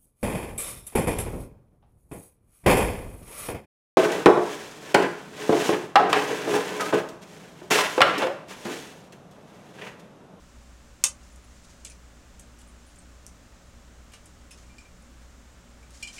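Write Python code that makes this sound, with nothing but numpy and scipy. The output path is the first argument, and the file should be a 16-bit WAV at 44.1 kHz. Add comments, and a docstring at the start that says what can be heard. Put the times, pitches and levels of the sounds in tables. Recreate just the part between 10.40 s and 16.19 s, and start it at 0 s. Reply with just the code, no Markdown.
"""Plastic part snipped from its frame

Cutters snip the part in a small, damped room: noise cracks, and the jaws and plastic stub ring as modes.
The part then ticks and rustles in the fingers (shaped noise); the lifted frame knocks on the desk (modes).
A motor just under mains rate beats slowly with the mains hum (sines); a fan and a rush of air join in."""
import sys
import numpy as np
from scipy import signal
from scipy.fft import rfft, irfft
from scipy.io import wavfile
from scipy.ndimage import uniform_filter1d

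SR = 44100
rng = np.random.default_rng(int(sys.argv[2]) if len(sys.argv) > 2 else 0)


def pcm_store(signal):
    """Save signal as 16-bit PCM."""
    levels = np.round(np.clip(np.atleast_2d(signal), -1, 1) * 32767)
    wavfile.write(sys.argv[1], SR, levels.astype(np.int16).T)


N = 255406

# snip stages: plastic tearing and parting, jaws slamming shut, two rebounds:
# (time [s], relative level [dB], decay constant [s])
SNIP_STAGES = [(0.6389, -8.5, 0.00094), (0.6396, -3, 0.00045), (0.6401, -1, 0.00022),
               (0.6409, -5.5, 0.00081), (0.6436, -11.5, 0.0023)]
# modes of jaws and stub: (frequency [Hz], relative level [dB], t60 [s])
JAW_MODES = [(526, -30.5, 0.086), (872, -19.5, 0.063), (1250, -17.5, 0.026), (2060, -13.5, 0.024),
             (3060, -5.5, 0.014), (3660, -10.5, 0.021), (5396, -16, 0.036), (6660, -9, 0.0077),
             (6730, -8.5, 0.0058), (6380, -26, 0.013), (8280, 3, 0.0087), (8970, -7.5, 0.014),
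             (9270, -2, 0.023)]
# crack spectrum: (frequency [Hz], relative density [dB per Hz])
CRACK_SPECTRUM = [(240, -46), (500, -38), (900, -6), (1500, -18), (2100, -6), (4000, -6.5), (5000, -5),
                  (5600, 2.5), (6800, 4), (9300, -5), (10600, -5.5), (13000, -14), (16000, -35)]
CRACK_GAIN_DB, JAW_PEAK_DB = 7, -10.5

# small parts ticking:
# (time [s], dry peak [dB], brightest frequency [Hz], decay constant [s], body level [dB])
PART_TICKS = [(0.831, -51, 6300, .012, -20), (.9602, -43, 7600, 0.0011, -18), (1.253, -49, 6840, .003, -19),
              (1.4477, -34, 8000, 0.0028, -14), (1.4498, -27, 6600, 0.0067, -6),
              (1.47, -41, 7350, .004, 11), (1.499, -38, 7000, 0.0071, -3), (1.518, -44, 5600, .004, -9),
              (1.995, -39, 7800, 0.0087, -7), (2.188, -47.5, 7500, 0.014, -6),
              (2.215, -45.5, 7900, .005, 1), (2.559, -43.5, 7700, 0.0045, -17),
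              (2.8655, -26.5, 7100, 0.0011, -22), (3.7194, -47, 8200, 0.0085, 5),
              (3.736, -42.5, 7060, 0.014, -10), (3.857, -44, 7440, 0.0083, -12),
              (4.1085, -40, 7400, 0.016, 0.5), (4.187, -55, 7050, .003, 4), (5.507, -46, 8500, .004, -12),
              (5.553, -50, 5400, .004, -17), (5.573, -44, 5330, .004, -18), (5.6283, -28, 7200, 0.003, -12)]
# thin pitched ticks: (time [s], dry peak [dB], pitch [Hz], decay constant [s])
PITCHED_TICKS = [(.926, -56, 9550, .005), (1.043, -55, 9700, .004), (1.487, -51, 8900, .004),
                 (2.273, -54.5, 8960, 0.017), (2.464, -54.5, 9600, 0.037), (2.586, -45, 8340, 0.006),
                 (4.112, -47, 5400, .008), (4.132, -48, 5330, 0.005), (4.62, -57, 9200, .01),
                 (5.73, -39, 5770, .0017)]
# dull bump of the frame under one tick:
# (time [s], dry peak [dB], brightest frequency [Hz], decay constant [s])
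FRAME_BUMP = (3.736, -40, 1600, .013)
# distance below the top at which the hump is 6 dB down
TICK_OCTAVES, PITCHED_OCTAVES, BUMP_OCTAVES = 0.41, 0.094, 1
UPPER_SKIRT = 1.29  # the hump is this much wider above its top
TICK_BODY_HZ, PITCHED_BODY_DB, BUMP_BODY_DB = 2760, -30, -19

# frame on desk: (time [s], dry peak [dB], hardness [dB per octave], lift of the 3 kHz modes [dB])
FRAME_KNOCKS = [(1.507, -45.5, 2, -6), (1.521, -55, 1, -6), (4.234, -54, -5, 2), (4.292, -55, -5, -3),
                (4.383, -40.5, 5.5, -3), (4.409, -45, 7, -13), (4.451, -49, 0.5, -7), (5.428, -48, 2, -9),
                (5.6257, -29, 1.5, 3), (5.6305, -27, 6, 9), (5.673, -33, 4.5, -4), (5.677, -33.5, 2.5, 9),
                (5.684, -37.5, 10, 16), (5.762, -46, 0, -2), (5.782, -33, -0.5, 3)]
# frame modes, before grip detuning: (frequency [Hz], relative level [dB], freely ringing t60 [s])
FRAME_MODES = [(2250, -5, 0.023), (2390, 2, 0.092), (2500, -6, 0.03), (3075, -4, 0.024),
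               (2866, -7.5, 0.035), (4120, -4, 0.012), (5000, -5, 0.021), (5530, -5.5, 0.022),
               (6800, -9, 0.017), (7520, -8, 0.039), (8630, -13, .02), (9100, -14, 0.015)]
GRIP_DETUNE = .012  # spread of each mode's frequency from knock to knock, as a share
# a lighter knock leaves the frame resting on the desk, ringing this share as long
LIFTS_OFF_DB, RESTING_RING = -40, .5
# contact decay constant at hardness 0; hardness step that halves it [dB per octave]
KNOCK_S, HALVING_DB = .005, 10

# fingers sliding over plastic, one list per slide: (time [s], level [dB])
FINGER_SLIDES = [
    [(.8, -70), (.86, -62.5), (1., -77), (1.14, -66), (1.22, -67), (1.3, -64.5), (1.42, -67)],
    [(2.17, -65), (2.35, -80), (2.45, -70), (2.6, -72)],
    [(3.72, -62), (3.74, -51), (3.77, -70)],
    [(4.17, -60), (4.27, -73)],
    [(4.76, -82), (4.82, -66), (4.88, -82)],
    [(5.5, -57.5), (5.62, -58), (5.7, -52.5), (5.76, -53), (5.79, -51)],
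]

# reverberation: (frequency [Hz], t60 [s])
ROOM_T60 = [(500, 0.31), (2000, 0.13), (6000, 0.14), (12000, 0.11)]
ROOM_DB, ROOM_BUILDUP_S = -6, .004

# motor and mains tones and their sums: (motor multiple, mains multiple, rms [dB])
HUM_TONES = [(1, 0, -55), (0, 1, -61), (0, 2, -68), (3, 0, -71), (1, 2, -72), (0, 3, -75), (4, 0, -76),
             (2, 2, -72), (0, 4, -68), (5, 0, -74), (25, 0, -81)]
MOTOR_HZ, MAINS_HZ, IN_STEP_S = 58.43, 59.97, .269
# blade tones, three blades per turn: (shaft multiple, rms [dB])
BLADE_TONES = [(3, -62), (6, -74), (9, -78), (12, -82)]
# whine and its sidebands one turn away: (offset [shaft multiples], rms [dB])
WHINE_TONES = [(-1, -76), (0, -74), (1, -79)]
FAN_HZ, FAN_WHINE_HZ = 22.39, 567.7

# air rush spectrum: (frequency [Hz], relative density [dB per Hz])
AIR_SPECTRUM = [(5, -13), (12, -2), (45, -2.5), (64, -2), (95, -6.5), (135, -13), (215, -10.5),
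                (270, -12.5), (400, -17), (600, -17), (950, -20), (1250, -18.5), (2140, -23.5),
                (4500, -28.5), (7310, -25.5), (9500, -35), (12000, -41), (16000, -42.5)]
AIR_RMS_DB = -53.5

TOP_HZ = 15900
LEAD_S = .005  # silence ahead of the touch in each burst


def snip():
    """Cutters: a run of broad cracks; each also rings the jaws and the stub of plastic."""
    blows = np.zeros(2 ** 16)
    for time_s, db, decay_s in SNIP_STAGES:
        add(blows, time_s, burst(decay_s), db)
    blows = flatten(blows, width_hz=750)
    cracks = undb(CRACK_GAIN_DB) * colour(blows, CRACK_SPECTRUM)
    jaws = ring(blows, JAW_MODES)[:len(blows)]
    jaws = jaws * undb(JAW_PEAK_DB) / np.max(np.abs(jaws))
    return np.pad(cracks + jaws, (0, N - len(blows)))


def ticks():
    """Short contacts of small parts: broad ticks, thin pitched ones and one dull bump."""
    out = np.zeros(N)
    for time_s, db, hz, decay_s, body_db in PART_TICKS:
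        add(out, time_s, tick(hz, TICK_OCTAVES, decay_s, body_db), db)
    for time_s, db, hz, decay_s in PITCHED_TICKS:
        add(out, time_s, tick(hz, PITCHED_OCTAVES, decay_s, PITCHED_BODY_DB), db)
    time_s, db, hz, decay_s = FRAME_BUMP
    add(out, time_s, tick(hz, BUMP_OCTAVES, decay_s, BUMP_BODY_DB), db)
    return out


def tick(hz, octaves, decay_s, body_db):
    """Heavily damped small part: a hump round the brightest pitch over the duller body of the piece."""
    axis_hz = np.geomspace(300, 20000, 80)
    skirt = np.where(axis_hz > hz, UPPER_SKIRT, 1)
    hump = undb(-6 * (np.log2(axis_hz / hz) / (max(octaves, .03) * skirt)) ** 2)
    body = undb(body_db - 8.1 * (np.log2(axis_hz / TICK_BODY_HZ) / 0.56) ** 2)
    # many small modes make each tick's colour lumpy
    ripple_db = 3.5 * rng.standard_normal(len(axis_hz))
    # the plastic radiates less above 10 kHz
    top_db = -9 * np.clip(np.log2(axis_hz / 10000), 0, 2)
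    shape_db = 20 * np.log10(hump + body + .01) + top_db + ripple_db
    return colour(flatten(burst(decay_s)), np.c_[axis_hz, shape_db])


def knocks():
    """Frame on desk: shared modes, balanced by hardness and spot struck; harder contact is shorter."""
    out = np.zeros(N)
    lowest_hz = FRAME_MODES[0][0]
    for time_s, db, hard_db, lift_db in FRAME_KNOCKS:
        ring_share = RESTING_RING if db < LIFTS_OFF_DB else 1
        modes = []
        for k, (hz, mode_db, t60_s) in enumerate(FRAME_MODES):
            gripped_hz = hz * (1 + GRIP_DETUNE * rng.standard_normal())
            struck_db = mode_db + hard_db * np.log2(hz / lowest_hz)
            if k in (3, 4):  # the modes near 3 kHz
                struck_db += lift_db
            modes.append((gripped_hz, struck_db, t60_s * ring_share))
        contact = burst(KNOCK_S * 2 ** (-hard_db / HALVING_DB))
        add(out, time_s, ring(flatten(contact), modes), db)
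    return out


def rustle():
    """Fingers: dense tiny slips of skin on plastic, uneven in size."""
    grains = rng.standard_normal(N) * undb(3 * walk(90))
    grains = colour(grains, [(2000, -5.5), (4500, -2.0), (7000, 1.8), (10000, -7.5), (14000, -24)])
    grains = level(grains, 0)
    t, gain = np.arange(N) / SR, np.zeros(N)
    for slide in FINGER_SLIDES:
        time_s, db = np.transpose(slide)
        # 7 ms fades; the last level holds on briefly
        edge = np.clip(np.minimum(t - time_s[0], time_s[-1] + 0.022 - t) / 0.007, 0, 1)
        gain += edge * undb(np.interp(t, time_s, db))
    return grains * gain


def room(x):
    """Dense reflections from desk, shelves and walls; each octave fades at its own pace."""
    t, tail = np.arange(12000) / SR, 0
    hz, t60_s = np.transpose(ROOM_T60)
    for centre_hz in 250 * 2. ** np.arange(6.5):
        edges_hz = [centre_hz / np.sqrt(2), min(centre_hz * np.sqrt(2), 20000)]
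        band = signal.butter(2, edges_hz, "band", fs=SR, output="sos")
        band_t60_s = np.interp(np.log(centre_hz), np.log(hz), t60_s)
        fade = np.exp(-np.log(1000) * t / band_t60_s)
        tail = tail + signal.sosfilt(band, rng.standard_normal(len(t))) * fade
    tail *= 1 - np.exp(-(t / ROOM_BUILDUP_S) ** 2)
    tail = colour(flatten(tail, width_hz=120), [(150, -20), (250, 0), (7000, 0), (16000, -9)])
    tail /= np.sqrt(np.sum(tail ** 2))
    return x + undb(ROOM_DB) * signal.fftconvolve(x, tail)[:N]


def motor_and_mains():
    """Steady tones; the two lowest throb as they drift in and out of step."""
    tones = []
    for m, k, db in HUM_TONES:
        # the two fundamentals start in phase at IN_STEP_S
        turn = (m + k > 1) * rng.random()
        tones.append((m * MOTOR_HZ + k * MAINS_HZ, db, turn))
    return sines(tones)


def fan():
    """Steady blade-passing tones, and a whine with sidebands one shaft turn away."""
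    tones = [(k * FAN_HZ, db, rng.random()) for k, db in BLADE_TONES]
    tones += [(FAN_WHINE_HZ + k * FAN_HZ, db, rng.random()) for k, db in WHINE_TONES]
    return sines(tones)


def air():
    """Smooth, distant rush: steady noise, strongest at low frequencies."""
    return level(colour(rng.standard_normal(N), AIR_SPECTRUM), AIR_RMS_DB)


def sines(tones):
    """Sum steady tones (frequency [Hz], rms [dB], phase at IN_STEP_S [turns])."""
    t = np.arange(N) / SR - IN_STEP_S
    return sum(np.sqrt(2) * undb(db) * np.cos(2 * np.pi * (hz * t + turn)) for hz, db, turn in tones)


def burst(decay_s, count=4096):
    """A contact: a sharp first touch, then noise that dies away."""
    t = np.arange(count) / SR - LEAD_S
    fade = np.exp(-np.abs(t) / np.clip(decay_s, 1e-4, .04))
    x = rng.standard_normal(count) * fade * (t >= 0)
    x[np.argmax(t >= 0)] = 2.5
    return x


def ring(x, modes):
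    """Excite decaying modes (frequency [Hz], level [dB], t60 [s]), each with a random sign."""
    t = np.arange(8192) / SR
    body = np.zeros(len(t))
    for hz, db, t60_s in modes:
        fade = np.exp(-np.log(1000) * t / t60_s)
        body += rng.choice([-1, 1]) * undb(db) * fade * np.sin(2 * np.pi * hz * t)
    return signal.fftconvolve(x, body)


def add(track, time_s, x, peak_db):
    """Mix in a contact whose touch falls at time_s, scaled to a peak level."""
    i = int((time_s - LEAD_S) * SR)
    x = x[:N - i]
    track[i:i + len(x)] += x * undb(peak_db) / np.max(np.abs(x))


def walk(rate_hz):
    """Random levels held 1 / rate_hz seconds and smoothed; standard deviation 1."""
    k = int(SR / rate_hz)
    held = np.repeat(rng.standard_normal(N // k + 1), k)
    w = uniform_filter1d(uniform_filter1d(held, k), k)[:N]
    return w / np.std(w)


def undb(db):
    """Convert dB to an amplitude factor."""
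    return 10 ** (np.asarray(db) / 20)


def level(x, rms_db):
    """Set the rms level."""
    return x * undb(rms_db) / np.sqrt(np.mean(x ** 2))


def colour(x, points):
    """Shape by (frequency [Hz], gain [dB]) points joined on a log-frequency axis."""
    hz, db = np.transpose(points)
    f = np.fft.rfftfreq(len(x), 1 / SR) + 1  # +1 avoids log 0
    return causal(x, np.log(undb(np.interp(np.log(f), np.log(hz), db))))


def flatten(x, width_hz=500):
    """Flatten the broad shape of a spectrum, keeping its fine grain."""
    smooth = uniform_filter1d(np.abs(rfft(x)) ** 2, size=int(width_hz * len(x) / SR))
    return causal(x, .5 * np.log(smooth.mean() / smooth))


def causal(x, log_gain):
    """Filter by a log gain per bin with the minimum phase, so nothing rings before a hit."""
    cepstrum = irfft(log_gain, len(x))
    # fold the negative-time half onto the positive
    cepstrum[1:len(x) // 2] *= 2
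    cepstrum[len(x) // 2 + 1:] = 0
    return irfft(rfft(x) * np.exp(rfft(cepstrum)), len(x))


def scene():
    """Contacts heard through the room, over hum, fan and air; one channel."""
    contacts = snip() + ticks() + knocks() + rustle()
    return (room(contacts) + motor_and_mains() + fan() + air())[None]


def record(dry):
    """Cut the top steeply with an elliptic low-pass."""
    return signal.sosfilt(signal.ellip(10, .2, 60, TOP_HZ, fs=SR, output="sos"), dry)


dry = scene()
out = record(dry)
pcm_store(out)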